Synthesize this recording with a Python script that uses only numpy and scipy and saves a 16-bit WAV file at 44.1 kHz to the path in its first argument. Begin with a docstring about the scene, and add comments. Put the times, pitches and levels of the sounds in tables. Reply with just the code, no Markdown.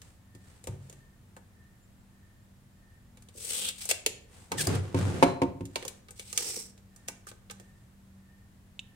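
"""A small workshop, at the bench: a steel tape measure and a wooden box close to a stereo microphone pair.
The blade hisses out through the mouth of its case and later runs back; contacts of hook, lock and case
set the steel and the hollow shell ringing. Between the two pulls the box is dragged round, sticking and
slipping, and knocks on the bench. A small tick comes last. Close walls reflect it all; further off
a motor hums, a faint whine swells and fades, and three high chirps barely clear the room air."""
import sys
import numpy as np
from scipy import signal
from scipy.fft import rfft, irfft
from scipy.io import wavfile

SR = 44100
rng = np.random.default_rng(int(sys.argv[2]) if len(sys.argv) > 2 else 0)


def put_to_file(sound):
    """Save the sound as 16-bit audio at rate SR, in the file named by the first command-line argument."""
    columns = np.atleast_2d(sound).T  # one column per channel
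    safe = np.clip(columns, -1, 1)
    whole_steps = np.round(safe * 32767)
    wavfile.write(sys.argv[1], SR, whole_steps.astype(np.int16))


N = 394694
TIME = np.arange(N) / SR


def amp(db):
    """Decibels to gain."""
    return 10 ** (np.asarray(db) / 20)


def unit(x):
    """Scales to rms 1."""
    return x / np.sqrt(np.mean(x ** 2) + 1e-20)


def unit_hit(x):
    """Scales a hit to rms 1 over its first 23 ms."""
    return x / np.sqrt(np.mean(x[:, :1024] ** 2) + 1e-20)


def read(points, hz):
    """Reads a table on a logarithmic frequency axis."""
    f, value = np.transpose(points)
    return np.interp(np.log(hz + 1), np.log(f + 1), value)


def sides(db):
    """Left and right gains of constant total power for a level difference."""
    gains = np.array([amp(np.atleast_1d(db) / 2), amp(-np.atleast_1d(db) / 2)])
    return gains / np.sqrt(np.mean(gains ** 2, 0))


def add(mix, s, sound):
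    """Mixes a stereo sound in at time s."""
    part = mix[:, max(round(s * SR), 0):][:, :sound.shape[1]]
    part += sound[:, :part.shape[1]]


def band(x, low_hz, high_hz, order=2):
    """Keeps the range between two frequencies."""
    return signal.sosfilt(signal.butter(order, [low_hz, high_hz], "band", fs=SR, output="sos"), x)


def colour(x, points):
    """Gives a sound a spectrum, at rms 1."""
    size = x.shape[-1]
    return unit(irfft(rfft(x) * amp(read(points, np.fft.rfftfreq(size, 1 / SR))), size))


def ring(x, modes):
    """Passes a sound through parallel resonances: f/Hz, width/Hz, gain/dB."""
    return sum(amp(db) * signal.lfilter(*signal.iirpeak(hz, hz / width, SR), x)
               for hz, width, db in modes)


def wander(rate_hz):
    """Smooth random drift of rms 1."""
    smoothing = np.exp(-(np.fft.rfftfreq(N, 1 / SR) / rate_hz) ** 2)
    return unit(irfft(rfft(rng.standard_normal(N)) * smoothing, N))


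def gesture(start, length, rise_s, fall_s):
    """Speed of a movement, 0-1: it eases in and eases out."""
    ramp = np.minimum((TIME - start) / rise_s, (start + length - TIME) / fall_s)
    return np.sin(np.pi / 2 * np.clip(ramp, 0, 1)) ** 2


# likeness of the sound at the two microphones: f/Hz, coherence/0-1
COHERENCE = [(30, 0.49), (90, 1), (300, 0.71), (700, 0.36), (1500, 0.043), (4000, 0.09), (15000, 0.088)]
def noise(size=N):
    """Noise at the pair: alike in the bass, almost unrelated in the treble."""
    left, other = rfft(rng.standard_normal((2, size)))
    same = read(COHERENCE, np.fft.rfftfreq(size, 1 / SR))
    return irfft(np.array([left, same * left + np.sqrt(1 - same ** 2) * other]), size)


# room tone all round the microphones: f/Hz, relative density/dB
AIR_SPECTRUM = [(12, -54), (20, -10), (106, -3), (153, -11.5), (191, -12), (245, -21), (266, -21),
                (289, -17.5), (382, -24.5), (1540, -30.5), (1820, -29.5), (2210, -33.5), (5850, -39),
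                (7310, -36.5), (15500, -42.5)]
def room_air(level_db=-57.5):
    """The steady, mostly low rush of the workshop's air."""
    return amp(level_db) * colour(noise(), AIR_SPECTRUM)


# motor in the background (fundamental, octave, one more tone): f/Hz, base level/dB
MOTOR_TONES = [(96.9, -74.5), (193.8, -68), (236.9, -73)]
def motor_hum(waver_db=3, octave_start_db=-1.5, octave_db_per_s=0.92):
    """Three tones waver in level and phase; the octave grows steadily."""
    tones = []
    for hz, db in MOTOR_TONES:
        peak = np.sqrt(2) * amp(db + waver_db * wander(3.7))
        tones.append(peak * np.sin(2 * np.pi * hz * TIME + .5 * wander(2.1)))
    fundamental, octave, upper = tones
    return fundamental + amp(octave_start_db + octave_db_per_s * TIME) * octave + upper


# spells of a distant whine: first swell t/s, end t/s
WHINE_SPELLS = [(.39, 4.3), (5.85, 6.0), (7.07, 9.1)]
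def whine(hz=1810, width_hz=70, level_db=-70, period_s=.63, swell_s=0.14):
    """A narrow band of noise swells and fades at a steady pace within each spell."""
    peaks = [s for first, end in WHINE_SPELLS for s in np.arange(first, end, period_s)]
    swells = sum(np.exp(-((TIME - s) / swell_s) ** 2) for s in peaks)
    narrow = [(hz, width_hz, 0)]
    return amp(level_db) * swells * unit(ring(ring(noise(), narrow), narrow))


# faint high chirps, far off: t/s, level/dB, f/Hz
CHIRPS = [(1.84, -67, 7250), (2.0, -76, 7400), (2.43, -79, 7500)]
def chirps(half_length_s=0.016, rise_hz_per_s=4000):
    """Short rising peeps, barely above the room air."""
    out = np.zeros(N)
    for s, db, hz in CHIRPS:
        t = TIME - s
        envelope = amp(db) * np.exp(-(t / half_length_s) ** 2)
        out += envelope * np.sin(2 * np.pi * t * (hz + .5 * rise_hz_per_s * t))
    return out


# reverberation of the workshop: f/Hz, t60/s
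ROOM_DECAY = [(100, 0.98), (300, 0.6), (1000, 0.5), (3000, 0.41), (8000, 0.34), (15000, 0.17)]
def reflections(x, build_s=0.0014):
    """Dense reflections from close walls, each band dying at its own speed."""
    hz, t, bands = signal.stft(noise(SR // 2), SR, nperseg=256)
    tail = signal.istft(bands * amp(-60 * t / read(ROOM_DECAY, hz)[:, None]), SR, nperseg=256)[1]
    tail *= 1 - np.exp(-(np.arange(tail.shape[1]) / SR / build_s) ** 2)
    return signal.fftconvolve(x, tail / np.linalg.norm(tail[0]), axes=1)[:, :N]


def friction(rough_db=2.5, catches_per_s=350, catch_share=0.38):
    """Sliding surfaces: a fluttering hiss with tiny separate catches."""
    catches = (rng.random(N) < catches_per_s / SR) * rng.standard_normal((2, N))
    return noise() * amp(rough_db * wander(92)) + catch_share * unit(catches)


# light touches on the tape, close by: t/s, length/s, relative level/dB
BRUSHES = [(-.04, 0.29, -57.5), (0.345, 0.45, -57), (.72, 0.47, -60), (4.24, 0.42, -51.5),
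           (5.657, 0.43, -52), (6.848, 0.52, -65), (7.4, .8, -67)]
# their rustle: f/Hz, relative density/dB
BRUSH_SPECTRUM = [(200, 7.5), (500, 2), (1200, -1), (3000, -5), (6000, -7.5), (8500, -1), (11000, -14),
                  (15500, -21.5)]
def brushing(gain_db=-1):
    """Fingers and blade rub lightly, each touch swelling and fading."""
    rub = colour(friction(rough_db=2, catches_per_s=160, catch_share=0.28), BRUSH_SPECTRUM)
    return rub * sum(amp(db + gain_db) * gesture(s, length, 0.44 * length, length)
                     for s, length, db in BRUSHES)


# the box shoved over the bench, close by: t/s, length/s, level/dB, boom re rub/dB, judder f/Hz
SHOVES = [(0.673, 0.072, -46.5, 7.5, 136.5), (0.79, 0.17, -63, -4, 132), (4.507, .14, -39, -12, 150),
          (4.665, 0.093, -26, 1, 97.1), (4.82, 0.15, -44.5, -2, 95.1), (4.952, 0.085, -28, 2, 96.7),
          (5.048, 0.24, -35, -8.5, 99.1)]
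# wood rubbing on the bench: f/Hz, relative density/dB
DRAG_SPECTRUM = [(20, -46), (50, -29.5), (95, -9), (140, -6.5), (250, -15), (420, -13), (650, -24),
                 (1200, -27.5), (2500, -33.5), (5000, -39.5), (9000, -40), (15000, -60.5)]
def box_drag(attack_s=.02, rub_release_s=.035, boom_release_s=.06):
    """Wood sticks and slips on the bench, keeping the box booming at the rate of the judder."""
    rub = colour(friction(rough_db=0.5, catches_per_s=120, catch_share=0.4), DRAG_SPECTRUM)
    out, phase_drift, strength = np.zeros((2, N)), 0.4 * wander(15), amp(2 * wander(13))
    for s, length, db, boom_db, hz in SHOVES:
        boom = amp(boom_db) * unit(np.sin(2 * np.pi * hz * TIME + phase_drift) * strength)
        grip = np.clip((TIME - s) / attack_s, 0, 1)
        after = np.maximum(TIME - s - length, 0)
        sound = rub * np.exp(-after / rub_release_s) + boom * np.exp(-after / boom_release_s)
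        out += amp(db) * grip * sound / np.hypot(1, amp(boom_db))
    return out


# modes of the wooden box: f/Hz, relative level/dB, t60/s
BOX_MODES = [(105, -0.5, 0.22), (173, -7, .2), (195.5, -13, 0.21), (258.6, 5.5, 0.07), (281.9, 4.5, 0.08),
             (338, -9.5, 0.27), (376.2, -12, 0.37), (467, -16.5, 0.17), (498.5, 0.5, 0.075),
             (560.4, -3.5, 0.11), (590, -11.5, 0.1), (704, -5.5, 0.21), (810, -19.5, .14), (916, 8, 0.12),
             (968, -4, 0.1), (1046, 7, 0.12), (1176, -9, .08), (1433, -10.5, 0.11), (1472, -33, .09),
             (2288, 4, .09), (3740, -4, 0.099)]
def box_ring(t, deep_db, deep_hz=190):
    """The struck box rings in decaying modes, the deep ones weighted by deep_db."""
    body = np.zeros((2, len(t)))
    for k, (hz, db, t60) in enumerate(BOX_MODES):
        apart = 0.9 * min(hz / 1000, 1) * np.array([[1], [-1]])  # short waves arrive out of step
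        envelope = amp(db + deep_db / (1 + (hz / deep_hz) ** 4) - 60 * t / t60)
        body += (-1) ** k * envelope * np.sin(2 * np.pi * hz * t + apart)
    return body


# knocks of the box, close by: t/s, level/dB, contact cut-off f/Hz, weight on the deep modes/dB
KNOCKS = [(.351, -50.5, 252, 11), (.673, -43.5, 490, -6), (0.685, -36, 172, 14), (1.365, -56.5, 900, 2),
          (4.517, -36.5, 1290, -8), (4.677, -32, 327, 16.5), (4.9444, -24, 418, 4.5),
          (5.2255, -13.5, 800, -12.5), (5.2328, -20, 1490, -16), (5.4174, -22.5, 620, -2.5),
          (5.4313, -26.5, 300, -2), (5.607, -34, 280, 0), (5.757, -40.5, 1890, -10.5),
          (7.088, -51.5, 905, 2)]
# crack of the contact: f/Hz, relative density/dB
CRACK_SPECTRUM = [(100, -42.5), (900, -5), (2400, 0), (4000, -9), (7000, -12.5), (9500, -14.5),
                  (12000, -24), (16000, -36)]
def box_knocks(rattle=0.946, rattle_s=0.049, push_hz=360, push_s=0.0056, crack_s=0.0026, buzz_s=0.016):
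    """Each knock pushes and rings the box; a harder contact lets in higher modes and cracks more."""
    out, t = np.zeros((2, N)), np.arange(SR // 2) / SR
    for s, db, contact_hz, deep_db in KNOCKS:
        hardness = contact_hz / 500
        loose_frames = rattle * noise(len(t)) * np.exp(-t / rattle_s)
        body = unit_hit(band(box_ring(t, deep_db) + loose_frames, 49, contact_hz))
        wall_swing = np.sin(2 * np.pi * push_hz * t) * np.exp(-t / push_s) * np.ones((2, 1))
        push = 0.58 / max(hardness, 1) * unit_hit(band(wall_swing, 78, contact_hz))
        # a crack, then loose parts buzz
        burst = t / crack_s * np.exp(-t / crack_s) + amp(-23) * np.exp(-t / buzz_s)
        crack = unit_hit(colour(noise(len(t)), CRACK_SPECTRUM) * burst)
        crack_db = -18.5 + 5.5 * np.log2(hardness)
        add(out, s, amp(db) * (unit_hit(body + push) + amp(crack_db) * crack))
    return out


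# a steel edge set ringing by the hardest knock, centre: t/s, f/Hz, level/dB, t60/s
PING = [(5.231, 4074, -44.5, 0.44)]
def steel_ping():
    """A thin steel ring that outlasts the wood."""
    out, t = np.zeros((2, N)), np.arange(SR // 2) / SR
    for s, hz, db, t60 in PING:
        add(out, s, sides(0) * amp(db - 60 * t / t60) * np.sin(2 * np.pi * hz * t))
    return out


# ring of the last tick, a little to the right: f/Hz, relative level/dB, t60/s
TICK_MODES = [(2300, -9, .012), (2680, -1, .017), (2950, 0, .018), (3300, -6, .012), (3660, -1, .018),
              (4400, -14, .01)]
def last_tick(s=8.7925, level_db=-41.5, crack_db=-13, rebound_s=.0045, rebound=0.29):
    """One tiny contact and its rebound ring briefly near 3 kHz."""
    out, t = np.zeros((2, N)), np.arange(2048) / SR
    tone = sum(amp(db - 60 * t / t60) * np.sin(2 * np.pi * hz * t + .5 * rng.standard_normal((2, 1)))
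               for hz, db, t60 in TICK_MODES)
    tone = unit_hit(band(tone, 2440, 4160, order=3))
    crack = unit_hit(band(noise(len(t)) * np.exp(-t / 0.0052), 5600, 8400))
    sound = amp(level_db) * sides(-2.5) * (tone + amp(crack_db) * crack)
    add(out, s, sound)
    add(out, s + rebound_s, rebound * sound)
    return out


# squeaks of the skidding edge, near centre: t/s, length/s, level/dB, f/Hz, glide/(Hz/s)
SQUEAKS = [(4.579, 0.038, -36, 1866, -9000), (4.619, 0.0071, -24, 4450, 12000),
           (4.667, 0.011, -28, 4750, -2)]
def edge_squeaks(jitter=.03, octave_db=-6, third_db=-9):
    """The edge sticks and slips in short, rough tones, first low, then high."""
    out, unsteady = np.zeros(N), 1 + jitter * wander(470)
    for s, length, db, hz, glide in SQUEAKS:
        pitch = (hz + glide * np.clip(TIME - s, 0, length)) * unsteady
        phase = 2 * np.pi * np.cumsum(pitch) / SR
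        tone = np.sin(phase) + amp(octave_db) * np.sin(2 * phase) + amp(third_db) * np.sin(3 * phase)
        out += amp(db) * gesture(s, length, rise_s=0.0048, fall_s=0.0075) * tone
    return sides(1) * band(out, 880, 15000, order=4)


# the coil bumping inside the tape's shell: t/s, level/dB
BUMPS = [(3.35, -57.5), (4.063, -45), (6.46, -52), (6.566, -46.5)]
# hollow of that shell: f/Hz, width/Hz, gain/dB
SHELL_MODES = [(410, 120, 2.5), (478, 78, -0.5)]
def coil_bumps(push_s=0.0039):
    """Soft pushes of the coil wake only the hollow of the shell."""
    out, t = np.zeros((2, N)), np.arange(4096) / SR
    for s, db in BUMPS:
        push = noise(len(t)) * t * np.exp(-t / push_s)
        add(out, s, amp(db) * unit_hit(band(ring(push, SHELL_MODES), 150, 440)))
    return out


def close_noise(size, shared=0.69, lag_s=.00023):
    """Noise from the tape, nearer the right microphone: its direct part reaches the left late."""
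    direct = rng.standard_normal(size)
    pair = np.array([np.roll(direct, round(lag_s * SR)), direct])
    return shared * pair + np.sqrt(1 - shared ** 2) * noise(size)


# resonances of the end hook, the case and the steel blade: f/Hz, width/Hz, gain/dB
HOOK_MODES = [(837, 22, 3), (1250, 79, 0), (1516, 91, -2), (1700, 36, -9)]
CASE_MODES = [(2350, 150, 4.5), (2720, 300, 2), (3320, 1400, 7), (4170, 83, -16), (4350, 400, -18.5)]
BLADE_MODES = [(5570, 240, -8), (6870, 700, 10), (7890, 1600, 8.5), (8930, 1800, 6), (13600, 7000, -11)]
# contacts of hook, lock and case, close up:
# t/s, relative level/dB, shell re blade/dB, hook re blade/dB, case re blade/dB, treble L-R/dB
CLICKS = [(0.0167, -53.5, -16, -10, -3.5, -1), (.3495, -60, -4, -11, -4, -1),
          (0.6401, -51, -6, -25, -6.5, 2), (0.6714, -43.5, 0, -9, -5, 2), (0.897, -52, -5, -26, -8, 0),
          (0.9262, -57, -4.5, -13, -5, 2), (1.365, -58, 3, 4, -2.5, 5), (3.1714, -61.5, -2.5, -6, -1, -1),
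          (3.2224, -59.5, -18, -12, -7, 1), (3.2862, -59, -5, -13, 0, 0),
          (3.6873, -33.5, -27.5, -22, -2, 2), (3.8535, -38, -15, -21.5, -24, -3.5),
          (3.8901, -30.5, -13, -21, -9.5, -2), (3.911, -25.5, -9, -17.5, -1.5, -2),
          (4.062, -25.5, -7.5, -28.5, -1.5, 1), (4.5182, -38, 3, 0, 0, 0.5),
          (4.6703, -31.5, -2.5, -11, -12, 4), (4.9884, -47, 2, -2.5, -8, -1.5),
          (5.6535, -50.5, -19, -19, -5.5, -2), (5.757, -38, 3, -18.5, 5.5, -3), (5.825, -52, 6, -1, 5, -2),
          (5.8506, -43, 2, -16.5, -5, -6.5), (5.8795, -37.5, -20.5, -16.5, -6, 3.5),
          (6.0842, -61.5, 0, 4.5, 5, -1), (6.1074, -48.5, -9.5, -17, -12, 3.5),
          (6.195, -43.5, -8.5, -16.5, -1, 5), (6.328, -37.5, -18.5, -14.5, -8.5, -5),
          (6.3754, -24.5, -24.5, -20.5, -6, -4), (6.777, -64, -2.5, -11, -1, -4),
          (6.9613, -54.5, -16, -14, -14, -5), (7.084, -37, -9.5, -10, -5, 1),
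          (7.2684, -52, -6.5, 3.5, -25, -8), (7.314, -60.5, 6.5, 4, 3, -3), (7.4982, -57, 3, 5.5, 9, -2),
          (7.509, -46.5, -12, -5, -16, -4), (7.5982, -56, 0.5, -5, -5.5, -4)]
def tape_clicks(gain_db=-2, rise_s=0.00069, snap=1.7, snap_s=0.0011, chatter_db=-3):
    """A sharp contact and a short chatter of steel ring the shell, the hook, the case and the blade."""
    out, t = np.zeros((2, N)), np.arange(4096) / SR
    # the case's resonances are kept broad
    broad_case = [(hz, max(width, 0.027 * hz), db) for hz, width, db in CASE_MODES]
    for s, db, shell_db, hook_db, case_db, pan in CLICKS:
        chatter_t60 = .052 * 2 ** ((-40 - db) / 58.5)  # longer after a light contact
        chatter = amp(chatter_db - 60 * t / chatter_t60)
        force = (1 - np.exp(-t / rise_s)) * (snap * np.exp(-t / snap_s) + chatter)
        drive = close_noise(len(t)) * force
        shell = amp(shell_db) * unit_hit(band(ring(drive, SHELL_MODES), 370, 1200))
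        hook = amp(hook_db) * unit_hit(band(ring(drive, HOOK_MODES), 830, 1900))
        case = amp(case_db) * unit_hit(band(ring(drive, broad_case), 1900, 5200))
        blade = unit_hit(band(ring(drive, BLADE_MODES), 3500, 20000))
        add(out, s, amp(db + gain_db) * (shell + hook + sides(pan) * (case + blade)))
    return out


# hiss of the blade going out and coming back: f/Hz, relative density/dB
OUT_SPECTRUM = [(150, -40), (250, -18.5), (442, -26), (635, -33), (795, -16.5), (929, -25.5), (1480, -19),
                (1700, -20.5), (2320, -11.5), (3160, -11.5), (4960, -10.5), (7130, -11.5), (8320, -5),
                (11600, -18.5), (15500, -21)]
BACK_SPECTRUM = [(150, -31.5), (250, -7), (482, 4), (583, -19), (768, -2.5), (913, -9.5), (1670, -9.5),
                 (2200, -2.5), (3110, -6.5), (4960, -3), (5500, -9.5), (7250, -1.5), (8040, 3.5),
                 (11000, -10), (15500, -15)]
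# the blade running through the mouth of the case, close up:
# t/s, length/s, speeding up/s, slowing down/s, level/dB, hiss L-R/dB, way (1 out, -1 back)
STROKES = [(3.315, .43, 0.24, .11, -34.5, 3, 1), (6.326, 0.43, 0.087, 0.3, -37.5, -2.5, -1)]
# short skids of the blade: t/s, length/s, level/dB, L-R/dB
SKIDS = [(3.717, 0.31, -44, 9.5), (3.782, 0.076, -41, -6), (3.892, 0.025, -23, 11),
         (4.571, 0.047, -30.5, -1.5), (4.602, 0.03, -26, 0), (4.619, 0.052, -36, 2),
         (4.744, .022, -39.5, 0.5), (6.146, 0.11, -50, -3.5), (6.23, 0.15, -47.5, -0.5),
         (7.077, 0.013, -39, -3), (7.265, 0.046, -45, -3), (7.505, 0.016, -38.5, -6)]
def blade_slide(split_hz=4800, rasp_in_db=-11.5, rasp_out_db=-4.5, coil_db=-21, free_blade_db=-3):
    """The blade rubs the mouth of the case: it sings near 8 kHz going out, also lower coming back."""
    out, drive = np.zeros((2, N)), friction()
    outward = colour(drive + ring(drive, [(8050, 400, -7.5), (3640, 510, -29)]), OUT_SPECTRUM)
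    back = colour(drive + ring(drive, [(5560, 230, 13.5), (8600, 440, -17)]), BACK_SPECTRUM)
    coil = amp(coil_db) * unit(band(ring(drive, [(470, 140, 0)]), 330, 650))
    free_blade = amp(free_blade_db) * unit(band(ring(drive, [(3200, 900, 0)]), 2200, 5600))
    lowpass = signal.butter(3, split_hz, fs=SR, output="sos")
    for s, length, rise_s, fall_s, db, pan, way in STROKES:
        speed = gesture(s, length, rise_s, fall_s)
        travel = np.cumsum(speed) / speed.sum()
        rub, reach = (outward, travel) if way > 0 else (back, 1 - travel)
        rasp = signal.sosfiltfilt(lowpass, rub)
        hiss = sides(pan) * unit(rub - rasp)
        # the deeper rasp grows with the length of blade that is out, and is 2 dB softer coming back
        rasp_db = rasp_in_db + (rasp_out_db - rasp_in_db) * reach - 2 * (way < 0)
        out += amp(db) * speed * (hiss + amp(rasp_db) * unit(rasp))
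        if way > 0:  # the unwinding coil rumbles in the shell; the free length rings near full reach
            out += amp(db) * (np.sqrt(speed) * coil + speed * reach ** 2 * free_blade)
    for s, length, db, pan in SKIDS:
        progress = (TIME - s) / length
        envelope = np.clip(np.minimum(progress, 1 - progress) / 0.51, 0, 1)
        out += amp(db) * sides(pan) * envelope * outward
    return out


def scene(click_room_db=-11, wood_room_db=-12, rub_room_db=-12, tick_room_db=-16):
    """Tape and box close to the pair, with their reflections and the workshop behind."""
    metal = tape_clicks() + coil_bumps() + steel_ping()
    tick = last_tick()
    wood = box_knocks() + box_drag()
    rubs = blade_slide() + brushing() + edge_squeaks()
    walls = reflections(amp(click_room_db) * metal + amp(wood_room_db) * wood
                        + amp(rub_room_db) * rubs + amp(tick_room_db) * tick)
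    background = motor_hum() + room_air() + whine() + chirps()
    return background + walls + wood + tick + rubs + metal


# the two microphone ports colour the treble differently: f/Hz, L-R/dB
PORT_BALANCE = [(1000, 0), (3000, 0.5), (6000, -3.5), (7300, -1.5), (8600, 5.5), (11000, 2), (16000, 1.5)]
def record(dry, edge_hz=15900):
    """The colour of the two ports, then the recorder's band limit."""
    heard = irfft(rfft(dry) * sides(read(PORT_BALANCE, np.fft.rfftfreq(N, 1 / SR))), N)
    lowpass = signal.firwin(511, edge_hz, window=("kaiser", 9), fs=SR)
    return signal.oaconvolve(heard, lowpass[None], "same", axes=1)


dry = scene()
out = record(dry)
put_to_file(out)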